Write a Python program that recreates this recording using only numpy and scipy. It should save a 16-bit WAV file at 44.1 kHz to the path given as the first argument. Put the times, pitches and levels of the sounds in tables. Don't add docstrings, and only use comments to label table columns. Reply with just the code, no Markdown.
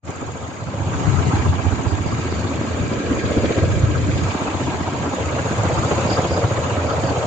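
import sys
import numpy as np
from scipy import signal
from scipy.fft import rfft, irfft, next_fast_len
from scipy.io import wavfile
from scipy.ndimage import uniform_filter1d, map_coordinates

SR = 44100
rng = np.random.default_rng(int(sys.argv[2]) if len(sys.argv) > 2 else 0)


def linear_from_db(decibels):
    return 10 ** (np.asarray(decibels, float) / 20)


def generate_wav(sig):
    pcm = np.round(np.clip(np.atleast_2d(sig).T, -1, 1) * 32767).astype(np.int16)
    wavfile.write(sys.argv[1], SR, pcm)


N = 320166
BLADE_HZ, BLADE_AT = 15.25, .37

# (time [s], depth [dB], lag [share of a pass])
BEAT = [(0, 2.5, 0.13), (.9, 2, 0.05), (1.5, 3, 0), (2.1, 3.5, 0.1), (2.7, -0.2, 0.05), (3.3, 2.5, 0.1),
        (3.9, 1, 0.13), (4.5, 3, 0), (5.1, 1.5, 0.04), (5.7, 3, -.12), (6.3, 3.5, 0), (7.26, 2, 0.1)]
# (time [s], recorder gain [dB], nearness [0-1], height over the blade plane [-1 to 1])
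HAND = [(0.08, -5, 0.3, -0.34), (.47, -5.5, 0.22, -0.24), (.75, -5.5, 0.45, -0.26), (1.0, 1, 0.15, -0.079),
        (1.36, 2, 0.18, 0.27), (1.55, -1.5, 0.3, .5), (2.05, -1.5, 0.16, 0.58), (2.5, -1, 0.47, 0.12),
        (3.0, -1, 0.24, 0.87), (3.46, 1, 0.5, .8), (3.9, -1, 0.22, 0.8), (4.3, 1, 0.44, 0.26),
        (4.9, -0.5, 0.53, -0.05), (5.4, 1, 0.61, -0.48), (6.0, 4, 0.6, -0.3), (6.2, 2, 0.86, -0.72),
        (6.7, 1.5, 0.61, -0.65), (7.26, 1.5, 0.65, -1.1)]
# (frequency [Hz], left-right likeness [0-1])
ALIKE = [(60, 1), (250, 0.8), (500, 0.71), (900, 0.42), (1200, 0.095), (1500, 0.13), (3000, 0),
         (8000, 0.44)]


def unit(x):
    return x / np.sqrt(np.mean(x ** 2) + 1e-20)


def along(points, hz):
    f, v = np.transpose(points)
    return np.interp(np.log(hz + 1), np.log(f + 1), v)


def curves(rows):
    s, *cols = np.transpose(rows)
    return [np.interp(np.arange(N) / SR, s, c) for c in cols]


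def wobble(rate):
    knots = rng.standard_normal(int(N * 80 / SR) + 4)
    return map_coordinates(knots, [np.arange(N) * min(rate, 79) / SR])


def filtered(x, response):
    m = next_fast_len(N + 8192)
    return irfft(rfft(x, m) * response(np.fft.rfftfreq(m, 1 / SR)), m)[..., :N]


def ring(f, hz, width):
    return 1j * f * width / (hz * hz - f * f + 1j * f * width)


def air(spectrum, alike, patchy_db):
    z = signal.stft(rng.standard_normal((2, N)), nperseg=512)[2]
    field = uniform_filter1d(rng.standard_normal(z.shape[1:]), size=4, axis=0)
    field = uniform_filter1d(field, size=4, axis=1)
    pair = signal.istft(z * linear_from_db(patchy_db * unit(field)), nperseg=512)[1][:, :N]

    def mid_side(hz):
        turn = np.arccos(np.clip(along(alike, hz), -1, 1)) / 2
        return linear_from_db(along(spectrum, hz)) * [np.cos(turn), np.sin(turn)]

    mid, side = filtered(pair, mid_side)
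    return unit(np.array([mid + side, mid - side]))


def passes(lag, sharp):
    turns = BLADE_HZ * np.arange(N) / SR - BLADE_AT - lag
    peak = np.exp(sharp * np.cos(2 * np.pi * turns))
    return unit(peak - peak.mean())


def hand_level(level_db, near_db, height_db):
    _, near, height = curves(HAND)
    return level_db + near_db * near + height_db * height


def narrowed(pair):
    near = curves(HAND)[1]
    mid = pair.mean(axis=0)
    side = (pair[0] - pair[1]) / 2 * linear_from_db(3.5 - 10 * near)
    return np.array([mid + side, mid - side])


def katydids():
    # (stroke rate [1/s], wing resonance [Hz], level [dB], left-right [dB])
    singers = [
        (56.1, 6950, 8, -4.5),
        (53.9, 6650, -3.5, -2.5),
        (55.8, 7180, -5, 1.5),
        (75.3, 7080, 3.5, -3.5),
    ]
    # (frequency [Hz], spectrum level [dB per Hz])
    chorus = [(3290, -35), (5600, -8.5), (6100, -8.5), (6630, 5), (6950, 0.5), (7900, -8.5), (8330, -19.5),
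              (8510, -36.5), (8600, -49.5), (11200, -84), (18900, -120)]
    near = np.zeros((2, N))
    for rate, hz, db, pan_db in singers:
        turns = np.cumsum(rate * (1 + .012 * wobble(3))) / SR
        stroke = np.exp(1.1 * np.cos(2 * np.pi * turns) + 1.6 * np.cos(2 * np.pi * turns / 3))
        scrape = filtered(stroke * rng.standard_normal((2, N)), lambda f: ring(f, hz, 800) ** 2)
        near += linear_from_db(db + 3 * wobble(1.2) + np.array([[pan_db], [-pan_db]]) / 2) * unit(scrape)
    far = linear_from_db(0.39 * wobble(15)) * air(chorus, [(6000, 0.035)], patchy_db=2.0)
    return linear_from_db(-45.5 + 3.5) * unit(linear_from_db(-5.5) * unit(near) + far)


def cricket():
    # (time [s], level [dB], frequency [Hz], half length [s])
    chirps = [(1.905, -47, 4770, 0.022), (2.092, -49, 4730, 0.045), (2.22, -50, 4700, 0.03),
              (2.325, -48.5, 4660, .025), (2.417, -52, 4500, 0.069), (3.38, -57, 4700, 0.086),
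              (4.184, -51, 4980, 0.043), (4.295, -54, 5150, 0.047), (5.77, -53, 4740, 0.026),
              (6.132, -40, 4820, 0.03), (6.192, -51, 4930, 0.045), (6.341, -45, 4850, 0.043),
              (6.9, -51, 4700, 0.036), (7.075, -48, 4680, 0.037)]
    t, song = np.arange(N) / SR, np.zeros((2, N))
    for s, db, hz, half in chirps:
        at = slice(max(0, int((s - .3) * SR)), int((s + .3) * SR))
        since = t[at] - s
        shape = np.exp(-(since / half) ** 2 / 2 + 0.52 * np.cos(2 * np.pi * 36 * since) - .3)
        pair = rng.standard_normal((2, 2, N))[:, :, at]
        drift = uniform_filter1d(pair[0] + 1j * pair[1], size=65, axis=1)
        song[:, at] += linear_from_db(db + 24.5) * shape * (drift * np.exp(2j * np.pi * hz * t[at])).real
    return song


def canopy():
    # (frequency [Hz], width [Hz], level [dB])
    modes = [
        (1620, 105, 1),
        (2342, 170, -5),
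        (1295, 50, -2.5),
    ]

    def cup(f):
        return sum(linear_from_db(db) * ring(f, hz, width) ** 2 for hz, width, db in modes)

    breath = linear_from_db(2.8 * wobble(16)) * air([(100, 0)], [(1600, 0.18)], patchy_db=2.5)
    return linear_from_db(hand_level(-46, 0, 8)) * unit(filtered(breath, cup))


def eddies():
    # (time [s], strength [dB], left-right [dB])
    draught = [(0.08, -26.5, 1), (.55, -30, 0), (.8, -22, -4), (1.1, -25.5, 6.5), (1.5, -23, -1),
               (1.7, -25, -12), (2.05, -24.5, -5), (2.3, -25.5, 0), (3.1, -29, -1), (3.5, -28.5, -6),
               (3.62, -19.5, -2), (4.15, -22.5, 0.5), (4.4, -37, -7), (4.7, -29, -0.5), (5.3, -30.5, -0.5),
               (5.65, -26.5, -1), (6.3, -29, 1.5), (7.2, -28.5, -0.5)]
    # (time [s], level over the stream [dB], left-right [dB])
    lumps = [(.14, -12, 0), (.32, 1, -3), (.57, -9, -6), (1.08, 2.5, 10.5), (1.18, 3.5, 10), (1.28, 2.5, 4),
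             (1.4, -4, -11), (1.5, 10, 8), (1.6, -11, -14), (1.82, -10, -10), (1.92, 3, 1), (2.64, -5, 3),
             (2.82, 9.5, 4), (3.02, -10, 1), (3.21, -9, -10), (3.26, 6.5, 4), (3.34, -5, -3),
             (3.38, 6.5, 5), (3.54, -21, -11), (3.84, 3, -1), (3.96, 3, 4), (4.26, 11.5, 2), (4.56, 6, 6),
             (4.66, 9, 1), (4.82, 3, 1), (5.16, -10, 4), (5.24, 7.5, 1), (6.32, 5, -4), (6.46, 6, 1),
             (6.64, 3, 1)]
    # (frequency [Hz], level [dB per Hz])
    thump_spectrum = [(18, -56.5), (30, -26.5), (43, -29), (67, -7.5), (86, 4.5), (132, -1.5), (190, -10),
                      (250, -31), (420, -120)]
    # (frequency [Hz], likeness [0-1])
    ports = [(25, .25), (90, .72), (200, .7)]
    lump_s, deep_hz = 0.017, 85
    level_db, pan_db = curves(draught)
    for s, db, side_db in lumps:
        shape = np.exp(-((np.arange(N) / SR - s) / lump_s) ** 2 / 2)
        level_db, pan_db = level_db + db * shape, pan_db + side_db * shape

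    flow = narrowed(air(thump_spectrum, ports, patchy_db=1.4))
    deep = filtered(flow, lambda f: 1 / (1 + (f / deep_hz) ** 4))
    deep_db = 6 * curves(HAND)[2]
    flow = unit(linear_from_db(deep_db) * deep + linear_from_db(-deep_db / 2) * (flow - deep))

    power = uniform_filter1d((flow ** 2).mean(axis=0), size=2600)
    flow = flow / (np.abs(power) + 0.13) ** 0.24

    depth_db, lag = curves(BEAT)
    flutter_db = 0.67 * wobble(15) + 0.9 * np.array([wobble(12), wobble(13)])
    thump = linear_from_db(0.73 * depth_db * passes(lag + 0.077, sharp=0.54) + flutter_db) * flow
    return linear_from_db(level_db + 1.6 + np.array([pan_db, -pan_db]) / 2) * unit(thump)


def slaps():
    # (time [s], peak level [dB], pitch [Hz])
    cuts = [(0.739, -6, 556), (1.721, -4, 266), (2.252, -13, 269), (2.322, -7, 356), (2.611, -4, 287),
            (3.316, -11, 433), (3.506, -4.5, 436), (3.582, -4, 355), (3.775, -10, 370), (4.27, -20, 280),
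            (4.349, -10, 262), (4.482, -9.5, 272), (4.549, -11, 270), (4.613, -16, 250), (4.806, -11, 260),
            (5.074, -7, 288), (5.511, -8, 243), (5.633, -8, 644), (5.697, -5.5, 660), (5.789, -27, 510),
            (5.911, -6.5, 433), (5.978, -13, 315), (6.306, -8, 295), (6.362, -9, 480), (6.429, -10, 527),
            (6.512, -8.5, 494), (6.58, -13, 425), (6.695, -11, 496), (6.765, -8, 576), (7.035, -5.5, 310)]
    t, out = np.arange(900) / SR, np.zeros((2, N + 900))
    spike_t = t - .004
    spike = (1 - spike_t ** 2 / 0.00038 ** 2) * np.exp(-spike_t ** 2 / 0.00019 ** 2 / 2)
    for (s, db, hz), (phase, pan) in zip(cuts, rng.standard_normal((60, 2))):
        decay = linear_from_db(db - 3.5 - 60 * t / 0.031)
        pulse = decay * (1 - np.exp(-t / 0.0016)) * np.sin(2 * np.pi * hz * t + phase)
        pulse += linear_from_db(db - 8.5) * spike * np.sign(phase)
        out[:, round(s * SR):][:, :900] += linear_from_db([[1.2 * pan], [-1.5 * pan]]) * pulse
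    return out[:, :N]


def motor_whine():
    # (frequency [Hz], level [dB])
    tones = [
        (1136, -51.5),
        (2280, -55.5),
    ]
    t = np.arange(N) / SR
    return sum(linear_from_db(db + 1.5 * wobble(6)) * np.sin(2 * np.pi * hz * t + 1.2 * wobble(20)) for hz, db in tones)


def edge_hiss(gust):
    # (frequency [Hz], level [dB per Hz])
    hiss_spectrum = [(1070, -26), (1820, 0.5), (2320, 0), (4270, -8), (4890, -9.5), (5430, -16),
                     (6000, -17.5), (7800, -39.5), (13200, -120)]
    # (lag [share of a pass], swell [dB], swell per height [dB])
    edges = [
        (-.12, 0.65, -0.5),
        (.36, 1, 0.5),
    ]
    height = curves(HAND)[2]
    edges_db = sum((db + more_db * height) * passes(lag, sharp=3.2) for lag, db, more_db in edges)
    hiss = air(hiss_spectrum, [(2000, 0.13), (6000, 0.13)], patchy_db=2.5)
    hiss = linear_from_db(edges_db + 0.36 * gust + 0.17 * wobble(13)) * hiss
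    hiss[0] = np.roll(hiss[0], shift=15)
    return linear_from_db(hand_level(*(-42.5, 4.1, 1.7)) + 3.5) * unit(hiss)


def swish(gust):
    # (frequency [Hz], level [dB per Hz])
    swish_spectrum = [(590, -24), (1000, 1.5), (1320, 3), (1440, -2.5), (1630, -1.5), (1820, -21.5),
                      (2370, -46.5), (4000, -120)]
    lead = 0.11
    depth_db, wake_lag = curves(BEAT)
    beat = depth_db * passes(wake_lag - lead, sharp=2.6)
    noise = air(swish_spectrum, ALIKE, patchy_db=3.0)
    noise = linear_from_db(0.64 * beat + 0.4 * gust + 1.1 * wobble(25)) * noise
    return linear_from_db(hand_level(*(-36, 1.9, -.6)) + 1.15) * unit(noise)


def roar(gust):
    # (frequency [Hz], level [dB per Hz])
    roar_spectrum = [(260, -32.5), (450, -1), (543, 0), (841, -5.5), (1000, -8), (1300, -28), (2200, -120)]
    # (time [s], brightening [dB])
    tilt = [(0, -0.5), (.9, 5), (1.2, 9.5), (1.9, 13.5), (2.3, 1), (2.8, -4.5), (3.3, -15.5), (4, -13.5),
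            (4.35, 8.5), (4.9, 11.5), (5.3, -3), (5.8, 1.5), (6.3, -2.5), (7.26, -3.5)]
    depth_db, wake_lag = curves(BEAT)
    beat = depth_db * passes(wake_lag, sharp=3.0)
    noise = air(roar_spectrum, ALIKE, patchy_db=0.5)
    noise = linear_from_db(0.51 * beat + 0.7 * gust + 1.7 * wobble(45)) * noise
    upper = filtered(noise, lambda f: 1 / (1 + (680 / (f + 1)) ** 8))
    tilt_db = curves(tilt)[0]
    noise = linear_from_db(tilt_db / 2) * upper + linear_from_db(-tilt_db / 2) * (noise - upper)
    return linear_from_db(hand_level(*(-32, 7.16, -2.5)) - 0.48) * unit(noise)


def wake(gust):
    # (frequency [Hz], level [dB per Hz])
    wake_spectrum = [(100, -21), (170, -2.5), (275, 3.5), (382, -2), (420, -6), (450, -4), (580, -34),
                     (990, -120)]
    depth_db, wake_lag = curves(BEAT)
    beat = depth_db * passes(wake_lag, sharp=3.0)
    noise = air(wake_spectrum, ALIKE, patchy_db=-1.5)
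    noise = linear_from_db(0.69 * beat + 0.47 * gust + 1.43 * wobble(40)) * noise
    return linear_from_db(hand_level(*(-30, 5.1, 5.1)) - 1.2) * unit(noise)


def fan():
    gust = 0.25 * wobble(12) + 0.8 * wobble(35)
    low = narrowed(wake(gust) + roar(gust))
    return low + swish(gust) + edge_hiss(gust) + motor_whine()


def scene():
    return katydids() + cricket() + canopy() + eddies() + slaps() + fan()


def sparse_top(x):
    # (frequency [Hz], level relative to the insect band [dB])
    weakest = [(7800, -60), (8050, -30), (8400, -24), (9300, -21), (11000, -26), (15000, -27.5)]
    hz, _, z = signal.stft(x, SR, window="cosine", nperseg=2048)
    power = uniform_filter1d(np.abs(z) ** 2, size=3, axis=1)
    insects = power[:, (hz > 6400) & (hz < 7200)].mean(axis=(0, 1))
    insects = uniform_filter1d(insects, size=9)

    top = hz > 12000
    drift = uniform_filter1d(rng.standard_normal((2, len(insects))), size=2)
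    mood_db = 3.5 * drift[top * 1] * np.where(top, .35, 1.3)[:, None]
    kept = power.mean(axis=0) > insects * linear_from_db(2 * (along(weakest, hz)[:, None] + mood_db))
    return signal.istft(z * kept, SR, window="cosine", nperseg=2048)[1][:, :N]


def low_pass(x):
    return signal.sosfilt(signal.butter(12, 15750, fs=SR, output="sos"), x)


def record(dry):
    # (time [s], level [dB])
    opening = [
        (0, -59),
        (.022, -48),
        (.036, -17),
        (.06, -3.5),
        (.085, 1),
    ]
    n = np.arange(N)
    gain_db = curves(opening)[0] + curves(HAND)[0]
    x = filtered(dry * linear_from_db(gain_db), lambda f: 1 / (1 + (f / 8250) ** 90))

    def band(hz, half_hz):
        return filtered(x, lambda f: 1 / (1 + ((f - hz) / half_hz) ** 6))

    low_image = band(6700, 290) * np.cos(2 * np.pi * 16000 * n / SR)
    low_image = filtered(low_image, lambda f: f < 12000)
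    high_image = band(7050, 480) * (-1.) ** n
    mix = x + linear_from_db(-15 + 0.44 * wobble(18)) * low_image + linear_from_db(-26.5) * high_image
    mix = sparse_top(mix)
    return low_pass(mix)


dry = scene()
out = record(dry)
generate_wav(out)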